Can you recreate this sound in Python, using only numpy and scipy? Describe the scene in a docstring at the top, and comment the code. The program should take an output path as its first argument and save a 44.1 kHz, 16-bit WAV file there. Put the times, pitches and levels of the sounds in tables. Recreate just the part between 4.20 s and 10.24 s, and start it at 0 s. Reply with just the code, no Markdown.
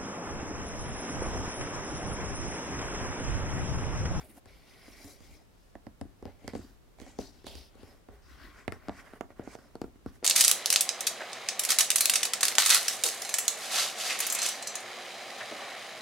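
"""Fingers on a cardboard box

Fingertips and nails tap and slide along a hollow cardboard box in a quiet room, close to a crossed pair of mics.
Each tap is a sum of short decaying box modes plus a tick of noise from the nail, with a room answer.
Sliding skin and nails are fluttering friction noise heard through resonances, over a steady noise floor."""
import sys
import numpy as np
from scipy import signal
from scipy.fft import rfft, irfft, next_fast_len
from scipy.io import wavfile
from scipy.ndimage import uniform_filter1d, map_coordinates

SR = 44100
rng = np.random.default_rng(int(sys.argv[2]) if len(sys.argv) > 2 else 0)


def log_audio(samples):
    """Write samples as a 16-bit WAV file to the path given in sys.argv[1]."""
    # one column per channel
    frames = np.atleast_2d(samples).T
    # limit to full scale, then quantise
    limited = np.clip(frames, -1, 1)
    pcm = np.round(limited * 32767).astype(np.int16)
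    wavfile.write(sys.argv[1], SR, pcm)


N = 266364

# strokes of the hands over the box: fastest_s, speeding_up_s, slowing_s,
# shake_db, drag_db, scrape_db, hiss_db, swish_db (levels at the fastest moment),
# drag_bright, scrape_bright, hiss_bright, swish_bright (0 dull to 1 bright), left_right_db
STROKES = [(.006, .006, .05, -58, -49.5, -56, -57.5, -64.5, 0.43, .6, 0.12, 0.63, 1),
           (.048, 0.02, .04, -53, -56.5, -79, -74, -58.5, 0.6, .2, .3, 1, -1.2),
           (.098, 0.015, .05, -58.5, -55, -64.5, -69, -60, 0.15, .7, 0.27, 0.97, 0.3),
           (.181, 0.038, 0.014, -57, -52.5, -66, -66.5, -59, 0.57, 0.11, .3, 0.83, 0),
           (.287, 0.032, 0.2, -59, -63, -64, -63.5, -71, 0.8, 0.68, .45, .8, 1.2),
           (.48, .12, 0.24, -63, -63, -66.5, -66.5, -72, 0.9, 0.85, 0.35, .9, 2.2),
           (.755, 0.29, 0.17, -69, -61, -58.5, -60.5, -64, 0.64, 0.72, 0.68, 0.72, 0.3),
           (.909, 0.14, .055, -67, -56, -64.5, -58, -56, 0.5, 0.56, 0.97, .6, 3),
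           (1.05, .1, 0.11, -54, -67, -65.5, -63.5, -66.5, 0.5, 0.67, .6, 0.28, 3),
           (1.15, 0.13, .08, -79, -61, -69.5, -67, -69.5, 0.28, 1, 0.93, 0.4, 4),
           (1.45, .2, 0.1, -89, -85, -91, -76, -79, 0.1, 0.6, 0.74, .45, 3),
           (1.86, 0.047, 0.085, -66, -63, -73.5, -91, -94, .36, 0.1, .4, .45, -2),
           (2.08, 0.04, 0.082, -55, -55.5, -64.5, -68.5, -89, 0.6, .45, .4, .45, 2.5),
           (2.265, 0.072, .015, -61, -60, -65.5, -70.5, -72, .4, .85, 0.27, .3, 6),
           (2.289, 0.015, 0.047, -60, -54, -53, -57.5, -66, 0.5, 0.6, 0.16, 0.4, 0),
           (2.363, 0.024, 0.055, -56, -47, -59.5, -61.5, -60, 0, .3, .55, .05, 5),
           (2.43, 0.048, 0.11, -52.5, -54, -67, -64, -70, 0.11, 0, 0.72, .05, -0.5),
           (2.82, .035, .05, -57, -56, -62, -67.5, -65.5, 0.6, 0.7, 0.22, 0.22, -7),
           (2.885, 0.055, 0.11, -62, -56.5, -63.5, -64.5, -64, 0.6, 0.6, .6, .05, 1.5),
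           (3.004, 0.019, 0.096, -46, -48, -62, -53.5, -58, 0.43, 0.15, 0.9, .2, 4.5),
           (3.15, 0.1, 0.22, -66, -67, -75, -66.5, -75, 0.7, 0.38, 0.71, 0.34, 5),
           (3.277, 0.018, 0.07, -51, -52.5, -63, -50, -56.5, 0.46, 0.61, .15, 0.37, -2),
           (3.385, 0.13, 0.094, -53, -57.5, -65, -53, -62.5, 0.66, .44, 0.51, 0.78, 0.5),
           (3.62, 0.11, 0.075, -68, -57.5, -67, -68, -74, 0.46, 0.3, .1, .3, 6),
           (3.69, 0.096, 0.1, -74, -60.5, -64, -68.5, -69.5, 0.5, 0.09, 0.78, .7, -1),
           (3.941, 0.041, 0.072, -58, -60.5, -64, -77, -87, 0.82, 0.046, .4, .45, 0.3),
           (4.1, .08, 0.14, -54, -71, -62.5, -65.5, -75, 0.2, 0.045, 0.77, 0.24, 3.5),
           (4.245, 0.13, 0.12, -50.5, -60.5, -56.5, -61, -77, 0.34, 0.088, 0.21, 0.34, 3.5),
           (4.393, 0.088, 0.063, -54, -60, -54.5, -64, -66.5, 0.67, 0.31, 0.51, 0.12, 2),
           (4.535, 0.021, 0.048, -55, -54, -56, -66.5, -72, 0.4, 0.017, .7, 0.32, 1.2),
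           (4.68, 0.11, 0.11, -59, -59.5, -58, -71, -84, .45, 0.24, 0.39, .45, 2),
           (4.798, 0.087, 0.028, -50, -56.5, -51.5, -60, -62, 0.7, 0.27, .7, .2, 0.3),
           (4.87, .065, 0.11, -69, -59, -56, -68, -69, 0.93, 0.047, 0.37, 0.49, -4.5),
           (4.97, 0.11, 0.017, -69, -55.5, -57.5, -76, -69.5, 0.86, 0.017, 0.16, .9, -1),
           (5.114, 0.023, 0.019, -61, -53, -64, -76, -80, 0.6, 0.43, 0.25, .45, 1),
           (5.21, 0.047, 0.11, -60, -58.5, -59.5, -75, -79, 0.5, .05, .4, .1, -3.5),
           (5.347, 0.11, 0.018, -55, -57, -55, -61, -58, .6, 0.33, 0.75, 0.06, -3),
           (5.39, 0.043, 0.17, -74, -58.5, -64.5, -71.5, -72, 0.5, 0.02, .8, .45, -1.2),
           (5.655, 0.041, 0.051, -57, -69, -78, -81, -87, .4, .55, .55, .45, 3),
           (5.885, 0.027, 0.03, -55, -64, -63, -64.5, -76, 0.2, 0.054, 0.55, .6, -3),
           (5.96, 0.046, 0.023, -61, -66, -66.5, -73, -70, .45, 0.017, 0.37, 0.53, -2.2)]


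def amp(db):
    """Gain of a level in dB."""
    return 10 ** (np.asarray(db) / 20)


def unit(x):
    """Scaled to rms 1."""
    return x / np.sqrt(np.mean(x ** 2) + 1e-20)


def along(points, hz):
    """Values read between (Hz, value) points on a log frequency axis."""
    point_hz, value = np.transpose(points)
    return np.interp(np.log(hz + 1), np.log(point_hz + 1), value)


def filtered(x, response):
    """x times a complex response of frequency, padded so that the ringing does not wrap round."""
    m = next_fast_len(x.shape[-1] + 8192)
    return irfft(rfft(x, m) * response(np.fft.rfftfreq(m, 1 / SR)), m)[..., :x.shape[-1]]


def wobble(rate):
    """A smooth random curve, rate knots a second."""
    knots = rng.standard_normal(int(N * rate / SR) + 4)
    return map_coordinates(knots, [np.arange(N) * rate / SR])


def paired(a, b, alike):
    """Left and right from a shared and a differing signal; alike is their correlation at equal powers."""
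    turn = np.arccos(np.clip(alike, -1, 1)) / 2
    shared, differing = np.cos(turn) * a, np.sin(turn) * b
    return np.array([shared + differing, shared - differing])


def sides(db):
    """Left and right gains of a level difference."""
    return amp(np.array([db / 2, -db / 2]))


def taps():
    """Each finger rings the modes at strengths set by where and how hard it lands; the nail adds a short tick."""
    # finger landings: start_s, knock_db, boom_db, hollow_db, rap_db, click_db, tick_db, tick_hz, thud_db,
    # left_right_db (levels before the trims below)
    landings = [(0.257, -48.5, -59, -56, -58.5, -59, -55, 4330, -62, 1.5),
                (0.68, -50.5, -46, -57, -77, -53, -63, 5770, -61, -1),
                (0.844, -54, -46.5, -58, -66, -62, -56, 4860, -58, -5),
                (1.004, -55, -54.5, -58, -65, -65, -58, 4960, -60, -6),
                (1.553, -37, -39.5, -57, -55, -48.5, -61, 6960, -54, -5.5),
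                (1.667, -40.5, -36.5, -46, -60, -53, -55.5, 4830, -54, -5),
                (1.812, -35, -31, -37, -50, -50, -45, 5060, -46.5, 5),
                (1.852, -68, -42.5, -61, -68, -70, -75, 4610, -61, -1),
                (2.025, -41.5, -54, -39.5, -59, -61, -57.5, 5430, -48.5, -2.5),
                (2.054, -36.5, -34.5, -39, -65, -52.5, -53, 5060, -52, 5),
                (2.066, -54, -56, -45.5, -60, -62, -69, 4580, -51, -8),
                (2.243, -53, -43.5, -51, -71, -61, -65, 3980, -53, 0),
                (2.278, -32, -41, -36, -60, -36, -39.5, 4970, -50, -7.5),
                (2.334, -35.5, -37, -36, -56, -52, -53, 4000, -56, -3),
                (2.351, -31, -30, -32, -51, -51, -48.5, 4600, -48.5, 0),
                (2.391, -53, -42, -48.5, -64, -65, -64, 5920, -51, 0.5),
                (2.786, -48.5, -56, -73, -73, -64, -63, 3900, -67, -6),
                (2.8, -45.5, -54, -49, -64, -54, -49.5, 3900, -58, -3),
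                (2.816, -44.5, -45.5, -45.5, -63, -64, -56, 3890, -51, -5),
                (2.864, -42, -55, -56, -65, -55, -61, 5200, -63, 4),
                (2.988, -32, -32, -30, -55, -58, -46, 6260, -51, 3.5),
                (3.243, -52, -60, -46.5, -64, -57, -60, 4830, -61, 1),
                (3.267, -35, -48, -41.5, -58, -49.5, -42.5, 4030, -57, -5.5),
                (3.353, -52.5, -61, -47, -67, -57, -46.5, 4890, -56, -8.5),
                (3.553, -63, -64, -50, -67, -74, -60.5, 3880, -65, 2.0),
                (3.631, -54, -54, -48.5, -61, -68, -58, 4800, -55, 12),
                (3.886, -43, -51, -49, -54, -61, -62, 4690, -53, -3.0),
                (4.479, -27, -37, -37.5, -40.5, -30.5, -41.5, 3640, -43.5, -5),
                (4.522, -39.5, -53, -41, -38, -36.5, -46.5, 4930, -47, 4.5),
                (4.684, -33.5, -38, -41.5, -38, -69, -51.5, 4820, -46, 3),
                (4.694, -28, -35, -40, -51, -39.5, -59, 3860, -49, -4.5),
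                (4.935, -41, -50, -48, -49, -60, -63, 3920, -67, 3),
                (5.009, -26.5, -41, -40.5, -38, -38, -46.5, 6700, -63, -4.5),
                (5.042, -56, -60, -58, -55, -65, -73, 4970, -55.5, 6),
                (5.104, -45, -67, -55, -54, -65, -71, 6550, -70, -3),
                (5.195, -42.5, -44, -36.5, -48, -62, -62, 4830, -50, 0),
                (5.275, -38, -40, -45, -48, -57, -68, 5790, -60, -2.5),
                (5.352, -38.5, -60, -46.5, -51, -53, -55, 5960, -63, -3),
                (5.388, -51, -58, -58, -55, -70, -71, 6180, -72, 1.5),
                (5.554, -38.5, -48, -43, -47, -57, -52.5, 4390, -61, -1),
                (5.616, -32.5, -36.5, -35, -43, -43, -46, 4540, -51, 4.5),
                (5.639, -62, -49, -55, -49, -70, -66, 5400, -56, -1.5),
                (5.642, -41, -48, -42, -49, -55, -57, 5420, -52, 1),
                (5.68, -61, -58, -54, -68, -76, -83, 5720, -61, 3),
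                (5.757, -69, -59.5, -63, -67, -67, -72, 3880, -66, -3),
                (5.861, -38.5, -34, -41.5, -43.5, -52, -56, 5100, -46.5, 0.5),
                (6.027, -45, -73, -42.5, -53, -54, -66, 4450, -75, 7),
                (6.035, -50, -71, -41.5, -50, -62, -55, 5200, -72, -7)]
    # modes of the box: pitch_hz, level_db, t60_s (ringing free of hands)
    modes = [(65, -2.5, 0.25), (95.5, 6, 0.083), (243, -3.5, 0.065), (271, -15, 0.043), (284.4, 0.5, 0.087),
             (324.6, 1, 0.046), (392.3, 3.5, 0.035), (463.6, 1, 0.032), (595, 0, 0.031), (698, 7.5, 0.016),
             (908, -6.5, 0.032), (1149, 4.5, 0.024), (1343, 1, 0.036), (1796, -0.5, 0.023),
             (2020, 0.5, 0.014), (2500, -6.5, 0.0084), (3450, -21, 0.027)]
    # centres of thud, boom, hollow, knock, rap and click: pitch_hz
    centres = [90, 250, 420, 720, 1300, 2100]
    # colour of the nail tick: pitch_hz, level_db (relative density per Hz)
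    tick_colour = [(1500, -9), (3500, -2.5), (7000, -6), (9000, -9.5), (11500, -14), (16000, -38)]
    on_lid_s = 4  # the hands leave the side walls for the lid

    out, t = np.zeros((2, N + SR)), np.arange(SR // 4) / SR
    hz, mode_db, t60 = np.transpose(modes)[:, :, None]
    chance = rng.standard_normal((len(landings), 4, len(modes), 1))
    grit = rng.standard_normal((len(landings), 2, SR // 20))
    for landing, luck, noise in zip(landings, chance, grit):
        s, knock_db, boom_db, hollow_db, rap_db, click_db, tick_db, tick_hz, thud_db, pan_db = landing
        groups_db = [thud_db + 7.5, boom_db + 5.5, hollow_db + 8.5, knock_db + 0.19, rap_db + 0.24, click_db + 4.5]
        # share: part of the free ring that the resting hands leave
        # path: cycles of travel; from a wall, slow low bending waves reach the lid late
        # soft: cycles of build-up under the soft finger pad
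        share, path, soft = (0.68, 0.03, 0.25) if s > on_lid_s else (0.83, 0.3, 0.33)
        late = np.maximum(t - path / hz, 0)
        scatter_db, detune = 1.5 * luck[0], 1 + 0.015 * luck[1]
        strength_db = along(list(zip(centres, groups_db)), hz) + mode_db + scatter_db
        rise = 1 - np.exp(-late * hz / soft)
        fall = amp(strength_db - 60 * late / (t60 * share))
        turn = 2 * np.pi * hz * detune * late
        # the whole box rocks: the thud reaches the capsules out of step (radians)
        skew = 1.5 * luck[3] * np.clip(1.9 - hz / 140, 0, 1)
        ring = fall * rise * np.sin([turn + skew, turn - skew])
        near = np.clip(hz / 600, 0.3, 1.3)  # low modes move the whole lid and stay near the middle
        heard = sides(pan_db * near + 4.35 * luck[2]) * ring
        rocking = heard[:, :2].sum(axis=1)  # the two lowest modes bypass the panels' high-pass
        body = rocking + filtered(heard[:, 2:].sum(axis=1), radiated)

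        u = t[:noise.shape[1]]
        sharp_then_faint = amp(-60 * u / 0.0012) + amp(-16 - 60 * u / 0.018)
        snap = paired(*noise, alike=0.66) * sharp_then_faint

        def colour(f):
            """The tick's broad colour with a peak at its own pitch."""
            peak_db = 10 * np.exp(-(np.log((f + 1) / tick_hz) / 0.092) ** 2)
            return amp(along(tick_colour, f) + peak_db)

        tick = amp(tick_db + 18) * sides(pan_db)[:, None] * filtered(snap, colour)
        start = round((s + 0.0005) * SR)
        out[:, start:start + len(t)] += body
        out[:, start:start + len(u)] += tick
    return out[:, :N]


def radiated(f):
    """Causal second-order high-pass: low down, the panels move air round their edges and radiate little."""
    w = 1j * f / 221  # corner in Hz
    return w ** 2 / (1 + w / 0.58 + w ** 2)


def sliding():
    """Skin drags the lid, nails scrape the card and swish over its gloss; the hands also shake the box."""
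    # colour of the shaken box: pitch_hz, level_db (relative density per Hz)
    shake_colour = [(20, -31), (32, -3), (65, 6), (110, -15.5), (160, -13), (300, -37.5)]
    # resonances that friction wakes, a dull row then a bright row in each table:
    # pitch_hz, width_hz, level_db (of one pass of two)
    drag_modes = [
        [(221.6, 44, -2.5), (291, 28, 0.5), (363, 53, -4.5)],
        [(399, 39, -1), (493, 95, 0), (555, 143, 1), (770, 290, -3), (956, 200, -7)],
    ]
    scrape_modes = [
        [(1060, 234, 0), (1494, 280, 1.5), (1897, 390, -0.5), (2960, 630, -9)],
        [(1480, 490, -7), (1898, 176, 2), (2250, 440, 1)],
    ]
    hiss_modes = [
        [(2610, 430, -1.5), (3320, 760, 1), (3820, 650, 0.74), (4600, 520, -2.2)],
        [(3200, 400, -6.5), (3900, 510, -1.5), (4950, 850, 0.5), (5590, 630, 1.5), (6250, 560, -3.5)],
    ]
    swish_modes = [
        [(6600, 3100, -0.14), (9740, 1900, -0.55), (10560, 1350, -1.2)],
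        [(9300, 3000, -4), (12200, 2200, -1), (15200, 6300, -8)],
    ]

    shake_db, drag_db, scrape_db, hiss_db, swish_db, *bright = np.transpose(STROKES)[3:-1]
    t, power = stroke_power()

    def summed(db, share):
        """Left and right gain over time from the added powers of all strokes."""
        total = np.tensordot(amp(2 * db) * share, power, 1)
        return np.sqrt([np.interp(np.arange(N) / SR, t, p) for p in total])

    def mixed(pair, db, share):
        """A dull and a bright friction sound, shared out by the brightness of each stroke."""
        dull, shiny = pair
        return summed(db, 1 - share) * dull + summed(db, share) * shiny

    def rubbed(rows, **grain):
        """The dull and the bright friction sound of a table."""
        return [friction(resonant(row), **grain) for row in rows]

    flutter = wobble(30)  # pressure of the fingertips, felt by drag, scrape, hiss and swish
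    rumble = friction(lambda f: amp(along(shake_colour, f)), rate=15, rough_db=3.8, alike=0.35, patchy_db=0.8)
    shake = summed(shake_db, 1).mean(axis=0) * rumble
    drag = rubbed(drag_modes, rate=90, rough_db=3.5, alike=0.93, patchy_db=-2.4)
    drag = amp(1.2 * flutter) * mixed(drag, drag_db, bright[0]).mean(axis=0)  # heard in the middle
    scrape = rubbed(scrape_modes, rate=140, rough_db=2.1, alike=0.8, patchy_db=1.3)
    scrape = mixed(scrape, scrape_db, bright[1])
    hiss = rubbed(hiss_modes, rate=150, rough_db=1.6, alike=0.65, patchy_db=2.7)
    hiss = mixed(hiss, hiss_db, bright[2])
    swish = rubbed(swish_modes, rate=210, rough_db=1.8, alike=0.32, patchy_db=1.8)
    swish = mixed(swish, swish_db, bright[3])
    return shake + drag + amp(0.52 * flutter) * (scrape + hiss + swish)


def stroke_power():
    """Each stroke grows to its fastest moment, slows and lifts off: left and right power, strokes x 2 x time."""
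    t = np.arange(0, N + 32, 32) / SR
    touch_s = 0.014  # time to touch down
    levels_db = [-45, -10, 0, -11.5, -45]  # touching down, moving off, fastest, slowed, lifted
    power = []
    for s, up, down, *_, pan_db in STROKES:
        moments = [-up - touch_s, -up, 0, down, 2 * down]  # lifting off takes as long as slowing
        shape_db = np.interp(t - s, moments, levels_db, left=-120, right=-120)
        power.append(amp(2 * shape_db) * sides(2 * pan_db)[:, None])
    return t, np.array(power)


def friction(response, rate, rough_db, alike, patchy_db):
    """Dense slips whose strength flutters, with random patches over time and pitch, heard through resonances."""
    z = signal.stft(rng.standard_normal((2, N)), nperseg=512)[2]
    field = uniform_filter1d(rng.standard_normal(z.shape[1:]), size=6, axis=0)  # smooth over pitch
    field = uniform_filter1d(field, size=10, axis=1)  # smooth over time
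    noise = signal.istft(z * amp(patchy_db * unit(field)), nperseg=512)[1][:, :N]
    slips = noise * amp(rough_db * wobble(rate))
    return unit(paired(*filtered(slips, response), alike))


def resonant(modes):
    """Response of a row of resonances, the whole row passed twice for dark valleys outside them."""
    def response(f):
        """Band-passes of alternating sign, added and squared."""
        total = 0
        for k, (centre, width, db) in enumerate(modes):
            damping = 1j * f * width
            total = total + (-1) ** k * amp(db) * damping / (centre ** 2 - f ** 2 + damping)
        return total ** 2
    return response


def room(x):
    """Each frequency of the box's cavity and the room dies at its own speed, in a tail of decaying noise."""
    # decay of cavity and room: pitch_hz, t60_s
    decay = [(100, 0.56), (300, 0.11), (1000, 0.26), (3000, 0.066), (10000, 0.2)]
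    hz, t, z = signal.stft(rng.standard_normal((2, SR // 2)), SR, nperseg=256)
    fall = amp(-60 * t / along(decay, hz)[:, None])
    tail = paired(*signal.istft(z * fall, SR, nperseg=256)[1], alike=0.91)
    tail = tail / np.linalg.norm(tail[0])
    delayed = np.pad(x, ((0, 0), (round(0.0069 * SR), 0)))  # 6.9 ms before the answer begins
    return signal.fftconvolve(delayed, tail, axes=1)[:, :N]


def air():
    """The steady floor of room and microphone noise, nearly unrelated between the two capsules."""
    # quiet room and microphone hiss: pitch_hz, level_db (relative density per Hz)
    floor_colour = [(15, -33), (25, 1.5), (43, 3), (59, -3), (119, -6.5), (174, -10.5), (370, -13),
                    (854, -20), (2440, -28), (5060, -32), (5640, -33), (6810, -33.5), (15700, -38.5)]
    noise = filtered(rng.standard_normal((2, N)), lambda f: amp(along(floor_colour, f)))
    return amp(-59.5) * unit(paired(*noise, alike=0.042))


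def scene():
    """Taps with their room answer, sliding and floor."""
    knocks = taps()
    return knocks + amp(-12) * room(knocks) + sliding() + air()


def record(dry):
    """Nothing is kept above the band limit of 15.9 kHz."""
    return filtered(dry, lambda hz: hz < 15900)


dry = scene()
out = record(dry)
log_audio(out)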